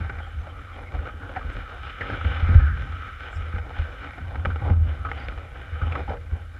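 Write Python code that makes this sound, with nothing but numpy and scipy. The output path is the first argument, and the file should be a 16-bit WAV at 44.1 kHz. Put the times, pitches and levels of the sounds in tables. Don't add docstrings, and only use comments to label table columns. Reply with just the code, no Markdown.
import sys
import numpy as np
from scipy import signal
from scipy.fft import rfft, irfft
from scipy.io import wavfile
from scipy.ndimage import uniform_filter1d, map_coordinates

SR = 44100
rng = np.random.default_rng(int(sys.argv[2]) if len(sys.argv) > 2 else 0)


def master_out(mix):
    frames = np.transpose(np.atleast_2d(mix))
    ceiling = np.clip(frames, -1, 1)
    pcm = np.round(ceiling * 32767).astype(np.int16)
    wavfile.write(sys.argv[1], SR, pcm)


N = 290619
T = np.arange(N) / SR


def amp(db):
    return 10 ** (np.asarray(db) / 20)


def unit(x):
    return x / np.sqrt(np.mean(x ** 2) + 1e-20)


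def curves(rows):
    s, *columns = np.transpose(rows)
    return [np.interp(T, s, column) for column in columns]


def band(x, low_hz, high_hz, order=2):
    sos = signal.butter(order, [low_hz, min(high_hz, .45 * SR)], "band", fs=SR, output="sos")
    return signal.sosfilt(sos, x)


def drift(rate):
    points = rng.standard_normal(int(N / SR * rate) + 4)
    return map_coordinates(points, [T * rate], order=3)


def ring(force, hz, t60):
    r = amp(-60 / (t60 * SR))
    w = 2 * np.pi * hz / SR
    return signal.lfilter([0, np.sin(w)], [1, -2 * r * np.cos(w), r * r], force + 1e-18)


def colour(x, spectrum, peaks=()):
    size = 8192
    hz = np.maximum(np.arange(size // 2 + 1) * SR / size, 1)
    corner_hz, corner_db = np.array(spectrum).T
    db = np.interp(np.log(hz), np.log(corner_hz), corner_db)
    for peak_hz, width_hz, peak_db in peaks:
        db = db + peak_db / (1 + (2 * (hz - peak_hz) / width_hz) ** 2)
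    cepstrum = irfft(np.log(amp(db)))
    cepstrum[1:size // 2] *= 2
    cepstrum[size // 2 + 1:] = 0
    response = irfft(np.exp(rfft(cepstrum)))
    return signal.fftconvolve(x, response / np.sqrt(np.sum(response ** 2)))[:len(x)]


def grains(per_s, spread_db):
    sizes = amp(spread_db * np.minimum(rng.exponential(1, N), 4.2)) * rng.standard_normal(N)
    return unit(sizes * (rng.random(N) < per_s / SR))


def evened(x, window_s, share):
    power = uniform_filter1d(unit(x) ** 2, int(window_s * SR)) + 0.017
    return unit(x / power ** (np.clip(share, 0, 1) / 2))


def swells(s, db, rise_s, dies_db_per_s, rest_db):
    power = np.full(N, amp(rest_db) ** 2)
    for start, top_db, dies in np.broadcast(s, db, dies_db_per_s):
        i = int(start * SR)
        since = T[i:] - start
        rise = np.clip(since / rise_s, 0, 1)
        power[i:] += (rise * amp(top_db - dies * np.maximum(since - rise_s, 0))) ** 2
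    return np.sqrt(power)


def patchy(x, edges_hz, patchy_db):
    ranges = zip(edges_hz, edges_hz[1:])
    return unit(sum(amp(patchy_db * drift(9)) * band(x, low, high, order=3) for low, high in ranges))


# frequency in Hz, relative level in dB per Hz.
HISS_SPECTRUM = [(4000, 3.5), (5500, -5.5), (7500, -5.5), (9200, -10), (12000, -14.5), (14200, -12.5),
                 (15200, -35)]
# centre in Hz, width in Hz, level in dB, share of each frame that it fills.
FRAME_WHINE = (10260, 620, -77.5, 0.33)
# centre in Hz, width in Hz, level in dB.
BETWEEN_BURSTS = (10900, 1700, -83)
HISS_DB = -71
FRAME_HZ, FRAME_START_S = 23.976, .0235
LINE_HZ, LINE_DB, LINE_DEPTH = 13642, -84.5, .85


def electronics():
    buzz_hz, buzz_width_hz, buzz_db, share = FRAME_WHINE
    between_hz, between_width_hz, between_db = BETWEEN_BURSTS
    frame_phase = ((T - FRAME_START_S) * FRAME_HZ) % 1
    gate = uniform_filter1d(1. 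* (frame_phase < share), SR // 400)
    buzz = unit(band(rng.standard_normal(N), buzz_hz - buzz_width_hz / 2, buzz_hz + buzz_width_hz / 2))
    between = unit(band(rng.standard_normal(N), between_hz - between_width_hz / 2,
                        between_hz + between_width_hz / 2))
    line = np.sin(2 * np.pi * LINE_HZ * T) * (1 - LINE_DEPTH * gate)
    hiss = unit(band(colour(rng.standard_normal(N), HISS_SPECTRUM), 4000, 16000))
    out = amp(HISS_DB) * hiss
    out += amp(buzz_db + 1.6 * drift(16.0)) * buzz * gate
    out += amp(between_db) * between * (1 - gate)
    out += amp(LINE_DB + 1.4 * drift(6.2)) * line
    return out


# start in seconds, length in seconds (cut at 0.2), centre in Hz, width in Hz, crest level in dB.
SWISH_EVENTS = [(.25, .06, 7400, 120, -77), (.37, .09, 6200, 120, -76), (.59, .04, 7300, 200, -76),
                (0.2, 0.082, 3200, 150, -55), (0.333, 0.036, 2300, 120, -54), (0.49, .035, 3100, 150, -51),
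                (0.72, 0.055, 3200, 150, -56), (0.26, 0.028, 760, 98, -49), (0.66, 0.085, 1270, 220, -44),
                (0.854, .05, 2150, 190, -48), (1.192, 0.096, 1470, 310, -42), (2.49, 0.079, 530, 460, -39),
                (6.075, 0.1, 590, 450, -39), (2.562, 0.21, 1500, 444, -34), (1.515, 0.037, 7000, 5000, -67),
                (3.302, 0.098, 7400, 900, -65.5), (3.346, 0.039, 5230, 500, -63),
                (5.163, 0.088, 4600, 140, -65.5), (5.188, 0.025, 5000, 200, -65),
                (5.23, 0.032, 4800, 330, -61)]


def swishes():
    out = np.zeros(N)
    noises = rng.standard_normal((len(SWISH_EVENTS), SR // 5))
    for (s, length, hz, width_hz, db), noise in zip(SWISH_EVENTS, noises):
        swell = np.sin(np.pi * np.clip(T[:len(noise)] / length, 0, 1))
        i = int(s * SR)
        out[i:i + len(noise)] += amp(db) * swell * unit(band(noise, hz - width_hz / 2, hz + width_hz / 2))
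    return out


# frequency in Hz, relative level in dB.
CASE_PATH = [(100, -2), (162, -28.5), (273, -21), (353, -25.5), (476, -21.5), (672, -26.5), (978, -30),
             (1320, -23), (1780, -28.5), (2370, -23.5), (2970, -35.5), (3610, -38.5), (4690, -54.5),
             (10000, -78.5)]
# centre in Hz, width in Hz, height in dB.
CASE_RESONANCES = [(283.4, 16, 5), (483.4, 19.6, 7), (534, 61, 3.5), (804, 126, 10), (922, 40, -0.5),
                   (1284.6, 86, 10), (1543, 143, 9.5), (2340, 580, 0.5), (2593, 294, -10.5),
                   (2992, 255, 8.5), (4290, 38, 7), (5100, 210, 10.5)]


def through_case(x):
    return colour(x, CASE_PATH, CASE_RESONANCES)


# time in seconds, bright rustle in dB, dull rub in dB.
BRUSH_LEVELS = [(0.0, -44.5, -46), (0.29, -47, -49.5), (0.73, -46.5, -47), (1.12, -46.5, -42),
                (1.63, -43, -45.5), (1.83, -40, -47), (2.24, -37, -41), (2.51, -35, -42),
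                (2.83, -39.5, -47.5), (3.12, -41, -49.5), (3.36, -40, -48.5), (3.65, -46.5, -50),
                (3.85, -39.5, -45.5), (4.24, -46.5, -51), (4.53, -46, -41), (4.88, -48.5, -44.5),
                (5.2, -40.5, -41), (5.35, -47, -46.5), (5.53, -46, -45.5), (5.8, -44, -46.5),
                (6.0, -42.5, -39.5), (6.17, -52, -50), (6.59, -51, -54)]
CRISP_DB, CRISP_FOLLOWS = -30, 0.68


def brushing():
    bright_db, dull_db = curves(BRUSH_LEVELS)
    mean_db = bright_db.mean()
    crisp_db = mean_db + CRISP_DB + CRISP_FOLLOWS * (bright_db - mean_db)
    flutter = drift(18)
    rub = 0.66 * grains(2500 * amp(2.8 * flutter), spread_db=6.0) + rng.standard_normal(N)
    heard = through_case(rub)
    bright = patchy(heard, [1149, 1409, 1800, 2490, 3630, 5540], patchy_db=1.5)
    dull = patchy(heard, [120, 350, 650, 1100], patchy_db=1.5)
    crisp = unit(band(heard, 5420, 8100, order=3))
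    out = amp(bright_db + 1.18 * flutter + 1.15 * drift(9)) * bright
    out += amp(dull_db + 2.7 * flutter + 1.4 * drift(6.8)) * dull
    out += amp(crisp_db + 0.5 * flutter) * crisp
    return out


# start in seconds, peak in dB, centre in Hz, t60 in seconds (the decay itself is held to 0.005-0.2).
TICK_EVENTS = [(0.095, -22, 1330, 0.043), (0.182, -30, 2080, 0.06), (0.2, -30, 743, 0.044),
               (0.468, -28.5, 615, 0.041), (.828, -34, 1480, 0.035), (.94, -30, 750, 0.11),
               (.988, -29, 1360, 0.06), (1.051, -27.5, 1396, 0.13), (1.084, -28, 1340, 0.06),
               (1.292, -27, 573, 0.045), (1.322, -37, 1540, 0.059), (1.345, -30, 1680, 0.13),
               (1.359, -19, 767, 0.084), (1.365, -23.5, 1600, 0.075), (1.407, -29.5, 1310, 0.1),
               (2.007, -19, 1630, 0.093), (2.098, -22, 1460, 0.034), (2.135, -22.5, 1390, 0.045),
               (2.209, -21.5, 1350, 0.052), (2.247, -24.5, 1380, 0.057), (2.318, -25, 1538, 0.037),
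               (2.355, -26.5, 1280, 0.066), (2.488, -25.5, 1510, 0.042), (2.539, -23.5, 1440, 0.11),
               (2.596, -23, 1435, .08), (2.663, -25.5, 1480, 0.26), (2.771, -30, 1263, 0.032),
               (3.074, -30.5, 1560, 0.099), (3.327, -29, 1430, 0.047), (3.559, -27, 1290, 0.038),
               (3.583, -22, 1510, 0.011), (3.704, -29.5, 740, 0.039), (4.179, -29.5, 770, 0.043),
               (4.347, -30, 790, 0.012), (4.356, -21.5, 2100, 0.019), (4.397, -31, 1290, 0.0087),
               (4.45, -16, 1210, 0.031), (4.456, -9.5, 1310, 0.0076), (4.461, -21, 845, 0.013),
               (4.497, -27.5, 1380, 0.24), (4.558, -23, 1350, 0.041), (4.699, -26.5, 477, 0.035),
               (4.732, -30, 1270, 0.035), (5.047, -20.5, 1270, 0.11), (5.084, -26, 1310, 0.14),
               (5.115, -16, 1500, 0.019), (5.285, -20, 1490, 0.01), (5.322, -31, 1300, 0.016),
               (5.376, -32.5, 720, 0.019), (5.555, -28, 1360, 0.029), (5.756, -32.5, 1240, 0.026),
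               (5.814, -24, 1280, 0.1), (5.92, -22.5, 2390, 0.047), (5.952, -19.5, 1210, 0.04),
               (6.077, -24, 794, 0.071), (6.092, -23, 800, 0.082), (6.099, -24.5, 482, 0.17),
               (6.114, -26, 800, 0.11), (6.128, -25, 497, 0.16), (6.169, -32.5, 510, .03)]
TICK_RISE_SHARE = .035
TICK_CRACK_S = 0.043
TICK_OWN_DB, LONGER_RINGS_DB = 3.5, 3
TICK_DULL_HZ = 3100


def ticks():
    length = int(.15 * SR)
    out, since = np.zeros(N), T[:length]
    noises = rng.standard_normal((len(TICK_EVENTS), length))
    for (s, peak_db, hz, t60), noise in zip(TICK_EVENTS, noises):
        rise_s = TICK_RISE_SHARE * t60
        burst = noise * amp(-60 * since / np.clip(t60, .005, .2)) * np.minimum(since / rise_s, 1)
        burst[int(rise_s * SR)] += TICK_CRACK_S / t60
        through = through_case(burst)
        case = band(through, 140, TICK_DULL_HZ, order=1) + 0.28 * band(through, TICK_DULL_HZ, 9000)
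        own_db = TICK_OWN_DB + LONGER_RINGS_DB * np.log2(t60 / 0.18)
        tick = amp(own_db) * unit(band(burst, hz / 1.128, hz * 1.084)) + unit(case)
        i = int(s * SR)
        out[i:i + length] += (amp(peak_db) * tick / np.abs(tick).max())[:N - i]
    return out


# start in seconds, push in dB, lean of the modes in dB per octave,
# knock in dB, shudder in dB, sway in dB, decay of the shudder in dB per second.
JOLT_EVENTS = [(0.0, -32, 5, -36, -26.5, -49, 39), (0.346, -30.5, -9, -47, -32, -31, 52),
               (0.937, -29, -21, -48, -23.5, -27, 128), (1.14, -53, -2, -40, -31.5, -38, 125),
               (1.443, -31, 0, -36, -34, -26, 122), (1.56, -30, -12, -33.5, -49, -27.5, 94),
               (1.82, -36, -2, -55, -42, -55, 42), (2.107, -35, 1, -38, -29, -21.5, 48),
               (2.243, -26.5, 1, -35, -20, -42.5, 97), (2.424, -16.5, -19, -38, -26, -19.5, 54.5),
               (2.485, -30.5, 4.5, -26.5, -15, -22, 125), (2.515, -21, 0.5, -30, -20.5, -33, 200.5),
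               (2.551, -2, -10.5, -25.5, -19.5, -12, 65), (2.594, -19, -14, -48, -14.5, -31.5, 59.5),
               (2.699, -22.5, -11, -42, -26, -32, 96), (3.347, -34, 2, -54, -28, -33, 45),
               (3.536, -24, -15, -32, -33, -26, 90), (3.781, -23.5, -28, -41, -20.5, -45, 254),
               (4.203, -44, -1.5, -36, -31, -42, 12), (4.371, -38, 14, -46, -25.5, -42, 161),
               (4.466, -19.5, 2, -29.5, -25.5, -38, 197), (4.612, -36, -8, -39, -20.5, -36.5, 27.5),
               (4.702, -11.5, 2.5, -21.5, -25, -37, 76), (4.765, -26, -4, -41, -28, -31, 157),
               (4.809, -24, -6, -46, -36, -25.5, 58), (5.28, -32, 3, -42, -42, -27.5, 76),
               (5.719, -38, 3, -51, -31, -37, 53), (5.818, -22.5, 30, -52, -23, -48, 55),
               (6.085, -29, -1, -35, -31, -45, 49), (6.316, -25, 12, -37.5, -19.5, -48, 252)]
# frequency in Hz, relative level in dB, t60 in seconds.
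HULL_MODES = [(44.5, -12, 0.12), (71.75, -1, 0.35), (82.7, 1.5, 0.58), (91, -18.5, 0.45), (127, -32.5, 0.1)]
KNOCK_T60_S, KNOCK_LOW_HZ, KNOCK_HIGH_HZ = 0.11, 105, 241


def jolts():
    s, push_db, lean, knock_db = np.transpose(JOLT_EVENTS)[:4]
    at, out = (s * SR).astype(int), np.zeros(N)
    push = np.hanning(int(0.0063 * SR))
    for hz, db, t60 in HULL_MODES:
        force = np.zeros(N)
        force[at] = amp(push_db + db + lean * np.log2(hz / 72))
        out += ring(signal.fftconvolve(force, push / push.sum())[:N], hz, t60)
    knocks = np.zeros(N)
    knocks[at] = amp(knock_db)
    dying = signal.lfilter([1], [1, -amp(-60 / (KNOCK_T60_S * SR))], knocks)
    white = rng.standard_normal(N)
    steady_level = np.std(band(white, KNOCK_LOW_HZ, KNOCK_HIGH_HZ))
    return out + band(dying * white, KNOCK_LOW_HZ, KNOCK_HIGH_HZ) / steady_level


SHUDDER_RISE_S, SWAY_RISE_S, SWAY_DIES_DB_PER_S = 0.016, 0.023, 142
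JOSTLE_DB, REST_SWAY_DB = -41.5, -42


def boom():
    s, _, _, _, shudder_db, sway_db, dies = np.transpose(JOLT_EVENTS)
    modes = sum(amp(db) * unit(ring(rng.standard_normal(N), hz, t60)) for hz, db, t60 in HULL_MODES[1:])
    sway_hz, _, sway_t60 = HULL_MODES[0]
    sway = unit(ring(rng.standard_normal(N), sway_hz, sway_t60))
    sway = sway + 0.54 * unit(band(rng.standard_normal(N), 42, 59.7))
    shudder_level = swells(s, shudder_db, SHUDDER_RISE_S, dies, JOSTLE_DB)
    sway_level = swells(s, sway_db, SWAY_RISE_S, SWAY_DIES_DB_PER_S, REST_SWAY_DB)
    return shudder_level * evened(modes, 0.032, share=.5) + sway_level * evened(sway, 0.14, share=0.45)


def scene():
    return (electronics() + swishes() + brushing() + ticks() + jolts() + boom())[None, :]


MIC_LOW_HZ, CUTOFF_HZ = 36.4, 15100
LIMIT_DB, LIMIT_SHARE = -10, .5
LIMIT_ATTACK_S, LIMIT_RECOVERS_DB_PER_S = .03, 25


def record(dry):
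    heard = signal.sosfilt(signal.butter(3, MIC_LOW_HZ, "high", fs=SR, output="sos"), dry)
    level_db = 20 * np.log10(np.abs(heard) + 1e-9)
    over_db = LIMIT_SHARE * np.maximum(level_db - LIMIT_DB, 0)
    recovery_db = LIMIT_RECOVERS_DB_PER_S * T
    held_db = np.maximum.accumulate(over_db + recovery_db, axis=1) - recovery_db
    r = np.exp(-1 / (LIMIT_ATTACK_S * SR))
    heard = heard * amp(-signal.lfilter([1 - r], [1, -r], held_db))
    top_cut = signal.cheby2(12, 40, CUTOFF_HZ, fs=SR, output="sos")
    return signal.sosfilt(top_cut, np.clip(heard, -1, 1))


dry = scene()
out = record(dry)
master_out(out)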